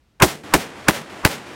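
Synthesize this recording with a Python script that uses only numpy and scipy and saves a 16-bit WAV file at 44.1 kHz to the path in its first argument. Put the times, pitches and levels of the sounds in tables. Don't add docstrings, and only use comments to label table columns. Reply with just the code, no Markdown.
import sys
import numpy as np
from scipy import signal
from scipy.fft import rfft, irfft
from scipy.io import wavfile

SR = 44100
rng = np.random.default_rng(int(sys.argv[2]) if len(sys.argv) > 2 else 0)


def wav_out(sig):
    wavfile.write(sys.argv[1], SR, np.round(np.clip(np.atleast_2d(sig).T, -1, 1) * 32767).astype(np.int16))


N = 68355

# start_s, blast_db, hold_s, near_db, near_tilt_db_per_oct, push_db, push_hz,
# field_db, field_tilt_db_per_oct, woods_db, lead_db
SHOTS = [(.2213, -1, .007, 7.5, .3, 7.5, 116, 1, 1, 3, 12),
         (0.538, -1, 0.0043, 3, -0.5, -7, 148, 0, 0, -3.5, 1),
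         (0.8839, -1, 0.0047, -2, -0.5, -1.5, 121, 1.5, 0, 0.5, 1),
         (1.2496, -1.5, .0037, -2.5, 0.5, 2, 91, 1.5, 0, 0, 0.5)]
def shotgun():
    (starts_s, blast_db, holds_s, near_db, near_tilts, push_db, push_hz,
     field_db, field_tilts, woods_db, lead_db) = np.transpose(SHOTS)
    near = pavement_scatter(near_tilts)
    field = field_scatter(field_tilts)
    woods = woods_echo(rise_s=.0036, hold_s=.11)
    deep_woods = woods_echo(rise_s=.012, hold_s=.036)
    single_echoes = close_reflections() + bank_slaps()
    close, far = np.zeros((2, N))
    for k, (start_s, hold_s) in enumerate(zip(starts_s, holds_s)):
        add(close, start_s - LEAD_S, amp(lead_db[k]) * lead_in())
        add(close, start_s, amp(blast_db[k]) * muzzle_blast(hold_s))
        add(close, start_s + hold_s / 2, amp(near_db[k]) * near[k])
        add(close, start_s + hold_s + .00094, amp(push_db[k]) * gas_push(push_hz[k]))
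        add(far, start_s, amp(field_db[k]) * (field[k] + single_echoes))
        add(far, start_s + .212, amp(woods_db[k] - 40.5) * woods[k])
        add(far, start_s + .53, amp(-44.5) * deep_woods[k])
    bass_cut = signal.butter(2, 81, "high", fs=SR, output="sos")
    return close + signal.sosfilt(bass_cut, far)


# freq_hz, density_db
BLAST_SPECTRUM = [(40, -39), (200, -12.5), (600, -4), (800, -4), (1040, 6), (1250, -8), (1560, 5.5),
                  (1980, -9), (2300, -2.5), (2700, -2.5), (3200, -15.5), (4000, -14), (8000, -16),
                  (16000, -23.5)]
def muzzle_blast(hold_s):
    swings = colour(even_noise(), BLAST_SPECTRUM)
    shape = envelope(rise_s=.00048, hold_s=hold_s, t60_s=.0081)
    rms = np.sqrt(np.average(swings ** 2, weights=shape ** 2))
    return swings * shape / rms


def gas_push(pitch_hz):
    t = np.arange(N) / SR
    shape = envelope(rise_s=.00072, hold_s=0, t60_s=2.57 / pitch_hz)
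    return -amp(-1.5) * np.cos(2 * np.pi * pitch_hz * t) * shape


LEAD_S = .024
# freq_hz, density_db
LEAD_SPECTRUM = [(60, -7), (200, -9), (750, -12), (1120, -1), (1350, -7.5), (1800, -11.5), (2800, -23.5),
                 (3400, -34), (16000, -48.5)]
def lead_in():
    ramp = np.linspace(-1, 0, round(LEAD_S * SR))
    swell = amp(-21.5 + 18.5 * ramp) * np.sqrt(1 + ramp)
    return swell * colour(even_noise(), LEAD_SPECTRUM)[:len(ramp)]


# start_s, level_db
TICKS = [(0.2007, -24.5), (0.2027, -24), (0.535, -30), (0.881, -22.5), (1.2472, -28)]
# freq_hz, density_db
TICK_SPECTRUM = [(100, -11), (1200, 10.5), (2600, 6), (4000, -9), (8000, -6.5), (16000, -24)]
def ticks():
    out = np.zeros(N)
    shape = envelope(rise_s=.0002, hold_s=.0006, t60_s=.013)
    for start_s, level_db in TICKS:
        add(out, start_s, amp(level_db) * colour(even_noise(), TICK_SPECTRUM) * shape)
    return out


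# freq_hz, density_db, t60_s
PAVEMENT_BANDS = [(25, -27, .09), (49.6, 1.5, .12), (135, -2, 0.15), (297, 10, 0.11), (480, 2.5, 0.11),
                  (850, 1.5, 0.089), (1700, -4.5, 0.063), (3460, -11, 0.087), (8550, -15.5, 0.13),
                  (15800, -25, 0.16)]
def pavement_scatter(tilts):
    return amp(-12.5) * diffuse_echoes(PAVEMENT_BANDS, tilts, rise_s=.0013, hold_s=.0077)


# delay_s, level_db
REFLECTIONS = [(.0105, -15.5), (0.0158, -20.5), (.0245, -21), (0.087, -38)]
# freq_hz, density_db
REFLECTION_SPECTRUM = [(100, 9), (700, 2), (1600, 6.5), (3500, -5), (8000, -14.5), (16000, -11)]
def close_reflections():
    out = np.zeros(N)
    shape = envelope(rise_s=.00018, hold_s=.0005, t60_s=.021)
    for delay_s, level_db in REFLECTIONS:
        add(out, delay_s, amp(level_db) * colour(even_noise(), REFLECTION_SPECTRUM) * shape)
    return out


# freq_hz, density_db, t60_s
FIELD_BANDS = [(30, -34, .4), (93, 0, 0.49), (210, 4, 1), (294, 2, 1), (594, 4.5, 0.37), (1040, -0.5, 0.33),
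               (1960, -0.5, 0.33), (3800, -5, 0.26), (8400, -11.5, 0.29), (16000, -20, 0.19)]
def field_scatter(tilts):
    return amp(-29.5) * diffuse_echoes(FIELD_BANDS, tilts, rise_s=.055, hold_s=.026)


# delay_s, level_db, pitch_hz
SLAPS = [(.056, -36.5, 210), (0.133, -35.5, 177), (.222, -47, 110), (0.252, -41, 200), (.279, -42, 130.3)]
def bank_slaps(width_s=.0075):
    out = np.zeros(N)
    for delay_s, level_db, pitch_hz in SLAPS:
        t = np.arange(N) / SR - delay_s
        out += amp(level_db) * np.sin(2 * np.pi * pitch_hz * t) * np.exp(-(t / width_s) ** 2)
    return out


# freq_hz, density_db, t60_s
WOODS_BANDS = [(30.4, -35, 0.91), (94, 9, 0.75), (152, -12, 3.4), (287, 6.5, 1.25), (507, 2, 4.1),
               (965, -0.5, 6.3), (2320, -4.5, 4.3), (4700, -14, 4.2), (8900, -20.5, 3.1),
               (16000, -34.5, 0.89)]
def woods_echo(rise_s, hold_s):
    return diffuse_echoes(WOODS_BANDS, np.zeros(len(SHOTS)), rise_s, hold_s)


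def diffuse_echoes(bands, tilts, rise_s, hold_s, shared=.6, rise_cycles=.27):
    common, clumps, axis = even_noise(), echo_clumps(), log_axis()
    band_hz, _, t60s_s = np.transpose(bands)
    weights = [np.interp(axis, np.log(band_hz), pick) for pick in np.eye(len(bands))]
    fades = [envelope(rise_s + rise_cycles / hz, hold_s, t60_s) for hz, t60_s in zip(band_hz, t60s_s)]
    octaves = np.maximum(axis - np.log(1000), 0) / np.log(2)
    echoes = []
    for tilt in tilts:
        pattern = clumps * (np.sqrt(shared) * common + np.sqrt(1 - shared) * even_noise())
        spectrum = rfft(colour(pattern, bands)) * amp(tilt * octaves)
        echoes.append(sum(irfft(spectrum * weight, N) * fade for weight, fade in zip(weights, fades)))
    return np.array(echoes)


def echo_clumps(depth_db=1.2, clump_s=.004):
    hz = np.fft.rfftfreq(N, 1 / SR)
    wobble = irfft(rfft(rng.standard_normal(N)) * np.exp(-(hz * clump_s) ** 2), N)
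    return amp(depth_db * wobble / wobble.std())


# freq_hz, density_db
AIR_SPECTRUM = [(15, -60), (25, -35), (45, -14), (66, -7), (108, -15.5), (451, -27.5), (659, -31),
                (3720, -38), (16000, -55)]
def still_air():
    return amp(-60.5) * colour(rng.standard_normal(N), AIR_SPECTRUM)


def even_noise():
    noise = rng.standard_normal(N)
    for size in (1024, 128, 512):
        cells = signal.stft(noise, nperseg=size)[2]
        noise = signal.istft(cells / (abs(cells) + 1e-12), nperseg=size)[1][:N]
    return noise / noise.std()


def colour(white, table):
    hz, db = np.transpose(table)[:2]
    gain = amp(np.interp(log_axis(), np.log(hz), db))
    noise = irfft(rfft(white) * gain, N)
    return noise / noise.std()


def envelope(rise_s, hold_s, t60_s):
    t = np.arange(N) / SR
    release = np.exp(-np.log(1000) * np.maximum(t - rise_s - hold_s, 0) / t60_s)
    return np.minimum(t / rise_s, 1) * release


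def log_axis():
    return np.log(np.fft.rfftfreq(N, 1 / SR) + 1)


def amp(db):
    return 10 ** (np.asarray(db) / 20)


def add(mix, start_s, sound):
    part = mix[max(round(start_s * SR), 0):][:len(sound)]
    part += sound[:len(part)]


def scene():
    return (still_air() + shotgun() + ticks())[None]


def record(dry, ceiling=.71, knee=8, cutoff_hz=16100):
    clipped = dry / (1 + abs(dry / ceiling) ** knee) ** (1 / knee)
    low_pass = signal.firwin(255, cutoff_hz, window=("kaiser", 8), fs=SR)
    return signal.oaconvolve(clipped, low_pass[None], "same")


dry = scene()
out = record(dry)
wav_out(out)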